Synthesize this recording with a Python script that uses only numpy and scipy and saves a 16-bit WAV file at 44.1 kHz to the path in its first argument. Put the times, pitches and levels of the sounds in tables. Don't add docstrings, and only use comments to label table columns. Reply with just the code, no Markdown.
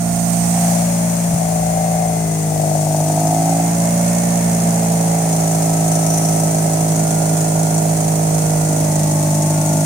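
import sys
import numpy as np
from scipy import signal
from scipy.fft import rfft, irfft
from scipy.io import wavfile
from scipy.ndimage import uniform_filter1d

SR = 44100
rng = np.random.default_rng(int(sys.argv[2]) if len(sys.argv) > 2 else 0)


def master(y):
    cut = np.clip(np.atleast_2d(y).T, -1, 1)
    pcm = np.round(cut * 32767)
    wavfile.write(sys.argv[1], SR, pcm.astype(np.int16))


N = 434385
TIME = np.arange(N) / SR


def gain_of(db):
    return 10 ** (np.asarray(db) / 20)


def evened(x):
    return x / np.sqrt(np.mean(x ** 2) + 1e-20)


def curves(rows):
    seconds, *columns = np.transpose(rows)
    return [np.interp(TIME, seconds, column) for column in columns]


def during(start, end, fade_s):
    return np.clip(np.minimum(TIME - start, end - TIME) / fade_s + .5, 0, 1)


def wander(rate_hz):
    size, control_rate = 8192, 500
    hz = np.fft.rfftfreq(size, 1 / control_rate)
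    slow = irfft(rfft(rng.standard_normal(size)) / (1 + (hz / rate_hz) ** 4))
    return evened(np.interp(TIME, np.arange(size) / control_rate, slow))


def colour(x, points, rings=(), size=4096):
    hz = np.abs(np.fft.fftfreq(size, 1 / SR))
    point_hz, point_db = np.transpose(points)
    db = np.interp(np.log(hz + 1), np.log(point_hz), point_db, left=-90, right=-90)
    for centre, width, lift in rings:
        db = db + lift / (1 + (2 * (hz - centre) / width) ** 2)
    log_spectrum = np.conj(signal.hilbert(np.log(gain_of(db))))
    taps = np.fft.ifft(np.exp(log_spectrum)).real
    return evened(signal.oaconvolve(np.atleast_2d(x), taps[None], axes=1)[:, :N])


def resonate(x, hz, width_hz):
    turn = np.exp(2j * np.pi * np.cumsum(hz) / SR)
    r = np.exp(-np.pi * width_hz / SR)
    return 2 * (turn * signal.lfilter([1 - r], [1, -r], x / turn)).real


def panned(x, pan_db):
    return x * gain_of(np.array([pan_db, -pan_db]).reshape(2, -1) / 2)


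def ports(x, lag_ms):
    x = np.ravel(x)
    return np.array([x, np.interp(TIME - lag_ms / 1000, TIME, x)])


def bay(x, echo, drift, count=6):
    out = x.copy()
    for delay in np.geomspace(.0011, .007, count):
        path_s = delay * rng.uniform(.8, 1.2) * (1 + drift * wander(0.53))
        out += echo * np.interp(TIME - path_s, TIME, x)
    return evened(out)


def blows(turns, pattern, spread_db, jitter_ms):
    clicks = np.zeros(N)
    for share, db in pattern:
        at = np.flatnonzero(np.diff(np.floor(turns - share)) > 0)
        strength, late = rng.standard_normal(size=(400, 2))[:len(at)].T
        at = np.clip(at + np.round(late * jitter_ms * SR / 1000).astype(int), 0, N - 1)
        clicks[at] += gain_of(db + spread_db * np.clip(strength, -2, 1.5))
    return clicks


SHIFT_S = .2


def shifting(turns, stretches, spread_db, jitter_ms):
    out = np.zeros(N)
    for start, end, pattern in stretches:
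        power = sum(gain_of(db) ** 2 for _, db in pattern)
        level = np.sqrt(during(start, end, SHIFT_S) / power)
        out += level * blows(turns, pattern, spread_db, jitter_ms)
    return out


def dying(clicks, decay_ms):
    return evened(signal.lfilter([1], [1, -np.exp(-1000 / (decay_ms * SR))], clicks))


# (start [s], end [s], depth [0-1])
SHADOWS = [(-1, 1.2, .85), (3.7, 5.05, 1), (8.8, 11, .65)]
FADE_S = .35


def shade():
    return sum(depth * during(start, end, FADE_S) for start, end, depth in SHADOWS)


# (time [s], level [dB])
SHAKE_LEVEL = [(0, -38), (1.1, -41), (1.7, -35), (3.1, -46), (4, -38.5), (5.1, -41), (5.9, -43), (7.8, -43),
               (8.4, -39), (9.3, -46)]
# (frequency [Hz], relative density [dB per Hz])
SHAKE_SPECTRUM = [(20, -30), (42, -27), (60, -4.5), (76, -7), (95, -14), (135, -18), (160, -9)]
# (frequency [Hz], relative density [dB per Hz])
BUMP_SPECTRUM = [(40, -26), (70, -8), (130, -1), (210, -5), (280, -20), (380, -30)]
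BUMP_START_S, BUMP_END_S, BUMP_PEAK_DB = 1.285, 1.39, -17.5


def rumble():
    arch = np.sin(np.interp(TIME, (BUMP_START_S, BUMP_END_S), [0, np.pi])) ** 2
    bump = gain_of(BUMP_PEAK_DB) * arch * colour(rng.standard_normal(N), BUMP_SPECTRUM)
    shake = gain_of(curves(SHAKE_LEVEL)[0]) * colour(rng.standard_normal(N), SHAKE_SPECTRUM)
    return ports(shake + bump, lag_ms=0.22)


# (start [s], end [s], level [dB rms])
WHISTLES = [(-.3, .35, -48.5), (6.91, 7.83, -45), (8.3, 8.85, -46), (9.498, 10.2, -45)]
WHISTLE_HZ, WHISTLE_FADE_S = 1414, 0.21
# (start [s], end [s], multiple of the shaft rate, level at mid-arch [dB rms])
WHINES = [(1.397, 2.803, 74.9, -46.5), (3.2, 5.402, 74.9, -47.5), (3.9, 4.7, 62.5, -46),
          (8.2, 9.6, 74.9, -49), (2.9, 3.8, 48.1, -48), (5.085, 7.096, 48.15, -44.5), (7, 9.85, 48.1, -51),
          (8.802, 9.85, 42, -45.5)]


def whines(turns):
    level = sum(gain_of(db) * during(start, end, WHISTLE_FADE_S) for start, end, db in WHISTLES)
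    out = level * np.sin(2 * np.pi * WHISTLE_HZ * TIME + 0.36 * wander(1.8))
    for start, end, order, db in WHINES:
        progress = np.clip((TIME - start) / (end - start), 0, 1)
        arch = np.sqrt(np.abs(np.sin(np.pi * progress)))
        gain = gain_of(db + 1.3 * wander(6))
        out += gain * arch * np.sin(2 * np.pi * order * turns + .22 * wander(19))
    return np.sqrt(2) * ports(out, lag_ms=0.094)


# (share of the turn, level [dB])
TICKS = [(.15, -8), (.36, -8), (.655, 0), (.83, -4.5)]
# (share of the turn, level [dB])
LOW_TICKS = [(.33, -1), (.825, -1)]
LOW_START_S, LOW_END_S = 3.6, 5.1


def ticking(turns):
    low = during(LOW_START_S, LOW_END_S, FADE_S)
    usual = blows(turns, TICKS, spread_db=2, jitter_ms=.3)
    paired = blows(turns, LOW_TICKS, spread_db=2, jitter_ms=.3)
    decays = dying((1 - low) * usual + low * paired, decay_ms=6.5)
    return evened(uniform_filter1d(decays, size=40))


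# (time [s], nearness [dB], left over right of the hiss [dB])
CAMERA = [(0, -4, -7.5), (.33, -1, -10), (.68, 3, -2.5), (.95, -0.5, 2.5), (2.3, -3, 3.5), (3.1, -0.5, 5.5),
          (4, 1, -0.5), (6.05, 1, 2), (8.3, 0.5, -0.5), (9.85, 1, 2)]
# (time [s], strength re the steady hiss)
TICK_DEPTH = [(2.2, .42), (3, .62), (3.9, .85), (5.5, .85)]
# (frequency [Hz], relative density [dB per Hz])
HISS_SPECTRUM = [(1760, -23.5), (2900, -17), (3750, -15), (4860, -11), (6220, -2.5), (6950, -3), (7720, -4),
                 (8520, 0), (9400, -1), (10300, -6), (11500, -9.5), (12900, -12), (15100, -9.5),
                 (16000, -17)]
# (frequency [Hz], width [Hz], lift [dB])
RINGS = [(4400, 200, 2.5), (6260, 150, 2.5), (6730, 70, 5.5), (8270, 160, 4.5)]
# (start [s], end [s], low edge [Hz], high edge [Hz], lift [dB])
HISS_SWELLS = [(-3, 0.63, 8150, 8800, 3), (4, 4.25, 4300, 21000, 1), (6, 6.36, 5480, 6170, 7),
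               (6, 6.4, 8700, 14000, 2.5)]
# (frequency [Hz], relative density [dB per Hz])
CHURN_SPECTRUM = [(520, 3.5), (700, 13), (1000, 1.5), (1250, -4), (1600, -5), (2100, -4), (2600, -8),
                  (3200, -16), (4500, -28.5), (8000, -44)]
HISS_DB, CHURN_DB, CHURN_NEAR, CHURN_GROWTH_DB = -25, -29.5, 0.7, 0.44


def hiss(turns, excess_hz):
    near_db, pan_db = curves(CAMERA)
    swell = ticking(turns)
    noises = [bay(side, echo=.25, drift=.015) for side in rng.standard_normal((4, N))]
    air, grit = np.array(noises).reshape(2, 2, N)
    steady = colour(air * gain_of(0.22 * wander(150)), HISS_SPECTRUM, RINGS)
    ticks = colour(grit * swell, HISS_SPECTRUM, RINGS + [(6920, 2700, 5.7)])
    depth = curves(TICK_DEPTH)[0]
    fizz = (steady + depth * ticks) / np.hypot(1, depth)
    for start, end, low_hz, high_hz, lift_db in HISS_SWELLS:
        band_filter = signal.butter(2, [low_hz, high_hz], "band", fs=SR, output="sos")
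        band = signal.sosfiltfilt(band_filter, fizz)
        fizz = fizz + (gain_of(lift_db * during(start, end, FADE_S)) - 1) * band
    churn = colour((1 + 0.073 * swell) * rng.standard_normal((2, N)), CHURN_SPECTRUM)
    churn_db = CHURN_DB + CHURN_NEAR * near_db + CHURN_GROWTH_DB * excess_hz
    return gain_of(HISS_DB + near_db) * panned(fizz, pan_db) + gain_of(churn_db) * panned(churn, -2.4)


# (start [s], end [s], multiple of the shaft rate, level [dB rms])
BOOMS = [(-.2, .75, 24, -35), (0.704, 1.245, 20, -36), (.75, 1.252, 22, -35), (1.5, 2.15, 22, -42),
         (1.45, 2.148, 27, -33.5), (2.553, 3.504, 25, -34), (3.1, 3.605, 27, -28.5), (3.657, 4.5, 20, -40),
         (3.75, 4.5, 24, -52), (5.3, 8.6, 23, -52), (8.8, 10, 34, -44)]
BOOM_FADE_S = 0.21


def booms(turns, knocking):
    out = np.zeros((2, N))
    for start, end, order, db in BOOMS:
        level = gain_of(db + 2.2 * wander(16)) * during(start, end, BOOM_FADE_S)
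        here = level > 0
        wave = np.exp(2j * np.pi * round(order) * turns[here])
        fed = uniform_filter1d(knocking[:, here] / wave, size=12000, axis=1)
        out[:, here] += level[here] * (wave * np.exp(1j * np.angle(fed))).real
    return np.sqrt(2) * out


# (time [s], level re a whole turn's blows [dB])
HARD_KNOCKS = [(2.056, 0), (2.52, 1.5), (2.597, -0.5), (2.636, 0), (2.714, 0), (2.752, 3), (2.868, 1.5),
               (2.945, 2.5), (3.003, 3), (3.099, 2), (3.176, 1), (3.252, -2), (3.327, .5), (3.492, 0.5),
               (3.527, 0.5), (3.599, 1), (5.971, -1), (6.434, 1), (6.546, -1), (6.657, -1.5), (7.219, 0.5),
               (7.555, -1), (7.855, 0)]
ANSWER_S, HARD_REACH_S = .003, .005


def harder(clicks):
    out = clicks.copy()
    reach = round(HARD_REACH_S * SR)
    for seconds, hard_db in HARD_KNOCKS:
        at = round((seconds - ANSWER_S) * SR)
        out[at - reach:at + reach] = 0
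        out[at] = gain_of(hard_db)
    return out


# (time [s], level [dB], left over right [dB])
KNOCK_LEVEL = [(0, -32.5, -10), (.45, -31, -11), (.73, -22.5, 10), (.92, -35, 6), (1.2, -34, 9),
               (1.43, -26, 9.5), (2.03, -21.5, 6), (2.26, -30.5, 10), (2.47, -31, 8), (2.6, -23.5, 10),
               (3.1, -26, -1), (3.6, -20, -2.5), (3.77, -25, -4.5), (4.4, -30, -9), (4.6, -26, -5),
               (5.2, -24, -5.5), (8.4, -26.5, -9), (9.4, -26.5, -2)]
# (time [s], deep thump level [dB], upper thump level [dB], upper ring level [dB])
HOUSING_LEVEL = [(0.0, -35.5, -42, -69), (1.97, -41, -37.5, -50), (2.3, -33.5, -32, -53),
                 (2.8, -32.5, -36.5, -37), (3.3, -26, -37, -34), (3.6, -26, -39, -43),
                 (3.8, -30.5, -36, -50), (4.09, -35, -37, -59), (4.85, -33.5, -31.5, -37),
                 (5.73, -29, -32.5, -39), (8.47, -30, -31.5, -37), (9.1, -27, -39, -36),
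                 (9.85, -26, -41, -35)]
# (start [s], end [s], [(share of the turn, level [dB]), ..])
BLOWS = [(-1, 1.3, [(.079, -2), (.286, -6), (.617, 0), (.836, -1)]), (1.3, 2.3, [(.086, -3.5), (.369, -5),
         (.628, 0), (.818, -8)]), (2.3, 3.3, [(.134, 0), (.346, -7.5), (.623, -4), (.938, -11)]),
         (3.3, 3.7, [(.104, -3), (.316, -8), (.593, 0), (.908, -10)]), (3.7, 5.05, [(.079, -2), (.286, -6),
         (.617, 0), (.836, -1)]), (5.05, 8.8, [(.142, -1), (.315, -8), (.625, 0), (.736, -5)]),
         (8.8, 11, [(.142, -1), (.262, -2.5), (.664, 0), (.753, -5.5)])]
# (time [s], centre [Hz], share of the knock through it, held to 0-1)
HOLLOW = [(0, 704, 0.49), (.7, 766, 0.71), (.9, 620, 0.24), (1.35, 700, 1.2), (1.7, 700, 0.37),
          (2.15, 725, 0.97), (2.6, 707, 0.67), (3.1, 690, 0.67), (3.55, 764, 0.91), (3.8, 660, 0.19),
          (5.2, 710, 0.24), (8.3, 650, 0.17), (9, 610, 0.4), (9.85, 650, 0.9)]
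# (frequency [Hz], relative density [dB per Hz])
KNOCK_SPECTRUM = [(445, -69), (505, -18.5), (552, 4), (610, 4.5), (740, 3), (790, -1), (860, -9),
                  (950, -12), (1090, -31.5), (1700, -17.5)]
# (frequency [Hz], relative density [dB per Hz])
UPPER_RING_SPECTRUM = [(700, -44), (805, -2.5), (880, 2.5), (940, -0.5), (1020, -18.5), (1300, -29)]
HOLLOW_WIDTH_HZ = 273
PORT_LAG_MS, FULL_SIDE_DB = .36, 6
OPEN_RATTLE, SHADOW_RATTLE = .2, .12


def knocks(turns):
    level_db, pan_db = curves(KNOCK_LEVEL)
    ring_db = curves(HOUSING_LEVEL)[2]
    hollow_hz, focus = curves(HOLLOW)
    focus = np.clip(focus, 0, 1)
    lag_ms = PORT_LAG_MS * np.tanh(pan_db / FULL_SIDE_DB)
    clicks = harder(shifting(turns, BLOWS, spread_db=.8, jitter_ms=.06))
    loose = OPEN_RATTLE + SHADOW_RATTLE * shade()
    rattle = loose * evened(dying(clicks, decay_ms=10) * rng.standard_normal((2, N)))
    drive = (evened(ports(clicks, lag_ms)) + rattle) / np.hypot(1, loose)
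    body = colour(drive, KNOCK_SPECTRUM)
    once = resonate(body, hollow_hz, HOLLOW_WIDTH_HZ)
    hollow = evened(resonate(once, hollow_hz, HOLLOW_WIDTH_HZ))
    body = evened((1 - focus) * body + focus * hollow)
    ring = gain_of(ring_db) * colour(drive, UPPER_RING_SPECTRUM)
    return panned(gain_of(level_db) * body + ring, pan_db)


# (start [s], end [s], [(share of the turn, level [dB]), ..])
FIRINGS = [(-1, 8.75, [(.97, -2), (.47, 0)]), (8.75, 11, [(.86, -4), (.46, 0)])]
# (frequency [Hz], relative density [dB per Hz])
DEEP_SPECTRUM = [(205, -30), (235, -27), (262, 3), (315, 3), (345, -7.5), (385, -19.5), (430, -37)]
# (frequency [Hz], relative density [dB per Hz])
UPPER_SPECTRUM = [(330, -8), (370, 1.5), (400, -2), (440, 4), (475, 5.5), (500, -10), (530, -29),
                  (620, -75)]
# (time [s], level [dB])
BURBLE_LEVEL = [(0, -47), (1.1, -36), (1.8, -39), (2.5, -38), (3.3, -31), (4.1, -36), (4.6, -29),
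                (5.6, -36), (6.9, -29), (8.5, -31.5), (9.6, -29.5)]
# (frequency [Hz], relative density [dB per Hz])
BURBLE_SPECTRUM = [(110, -16), (150, 0), (195, 3), (250, -5.5), (320, -11), (420, -13), (600, -24)]


def thumps(turns):
    deep_db, upper_db, _ = curves(HOUSING_LEVEL)
    pushes = shifting(turns, FIRINGS, spread_db=.8, jitter_ms=.07)
    deep = gain_of(deep_db) * colour(pushes, DEEP_SPECTRUM)
    burble = gain_of(curves(BURBLE_LEVEL)[0]) * colour(rng.standard_normal(N), BURBLE_SPECTRUM)
    upper = gain_of(upper_db) * colour(np.roll(pushes, round(.004 * SR)), UPPER_SPECTRUM)
    return panned(ports(deep + upper + burble, lag_ms=0.26), -1.0)


# (multiple of the shaft rate, level [dB rms], change in full shadow [dB])
HUM_ORDERS = [(2, -51.5, 2), (3, -54, -11), (4, -32.5, 3.5), (5, -42, 1), (7, -49, 7), (8, -35.5, 8.5),
              (9, -45, 0)]
DRONE_DB, DRONE_NEAR = -17.5, 0.65
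LEAN_WITH_HISS, LEAN_WITH_KNOCKS = 0.2, 0.24


def drone(turns):
    near_db, hiss_pan_db = curves(CAMERA)
    pan_db = LEAN_WITH_HISS * hiss_pan_db + LEAN_WITH_KNOCKS * curves(KNOCK_LEVEL)[1]
    boom_db = DRONE_DB + DRONE_NEAR * near_db + .25 * wander(14)
    boom = gain_of(boom_db) * np.sin(2 * np.pi * 6 * turns)
    shadow = shade()
    for order, db, lift_db in HUM_ORDERS:
        sway = 1 + 0.016 * wander(21)
        phase = 2 * np.pi * (round(order) * turns + rng.random()) + 0.065 * wander(2.9)
        boom += gain_of(db + lift_db * shadow) * sway * np.sin(phase)
    return np.sqrt(2) * panned(ports(boom, lag_ms=0.17), pan_db)


# (time [s], firing rate [firings a second])
SPEED = [(0, 57.34), (.58, 57.7), (1.3, 57.3), (1.39, 55.64), (2.02, 56.26), (2.53, 51.99), (2.84, 51.42),
         (3.18, 52.22), (3.66, 56.45), (4.13, 58.2), (4.8, 56.39), (5.05, 56.1), (5.35, 54.44),
         (7.17, 53.4), (7.98, 53.43), (9.24, 51.3), (9.85, 52.25)]
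FLYWHEEL_S, IDLE_HZ = .25, 54
START_TURN = .11


def scene():
    firing_hz = uniform_filter1d(curves(SPEED)[0], round(FLYWHEEL_S * SR), mode="nearest")
    shaft_hz = firing_hz / 2 * (1 + 0.0005 * wander(6.7))
    turns = START_TURN + np.cumsum(shaft_hz) / SR
    knocking = knocks(turns)
    background = rumble() + whines(turns) + hiss(turns, firing_hz - IDLE_HZ)
    return background + booms(turns, knocking) + knocking + thumps(turns) + drone(turns)


def record(dry):
    taps = signal.firwin(511, 16050, window=("kaiser", 9), fs=SR)
    return signal.oaconvolve(dry, taps[None], "same")


dry = scene()
out = record(dry)
master(out)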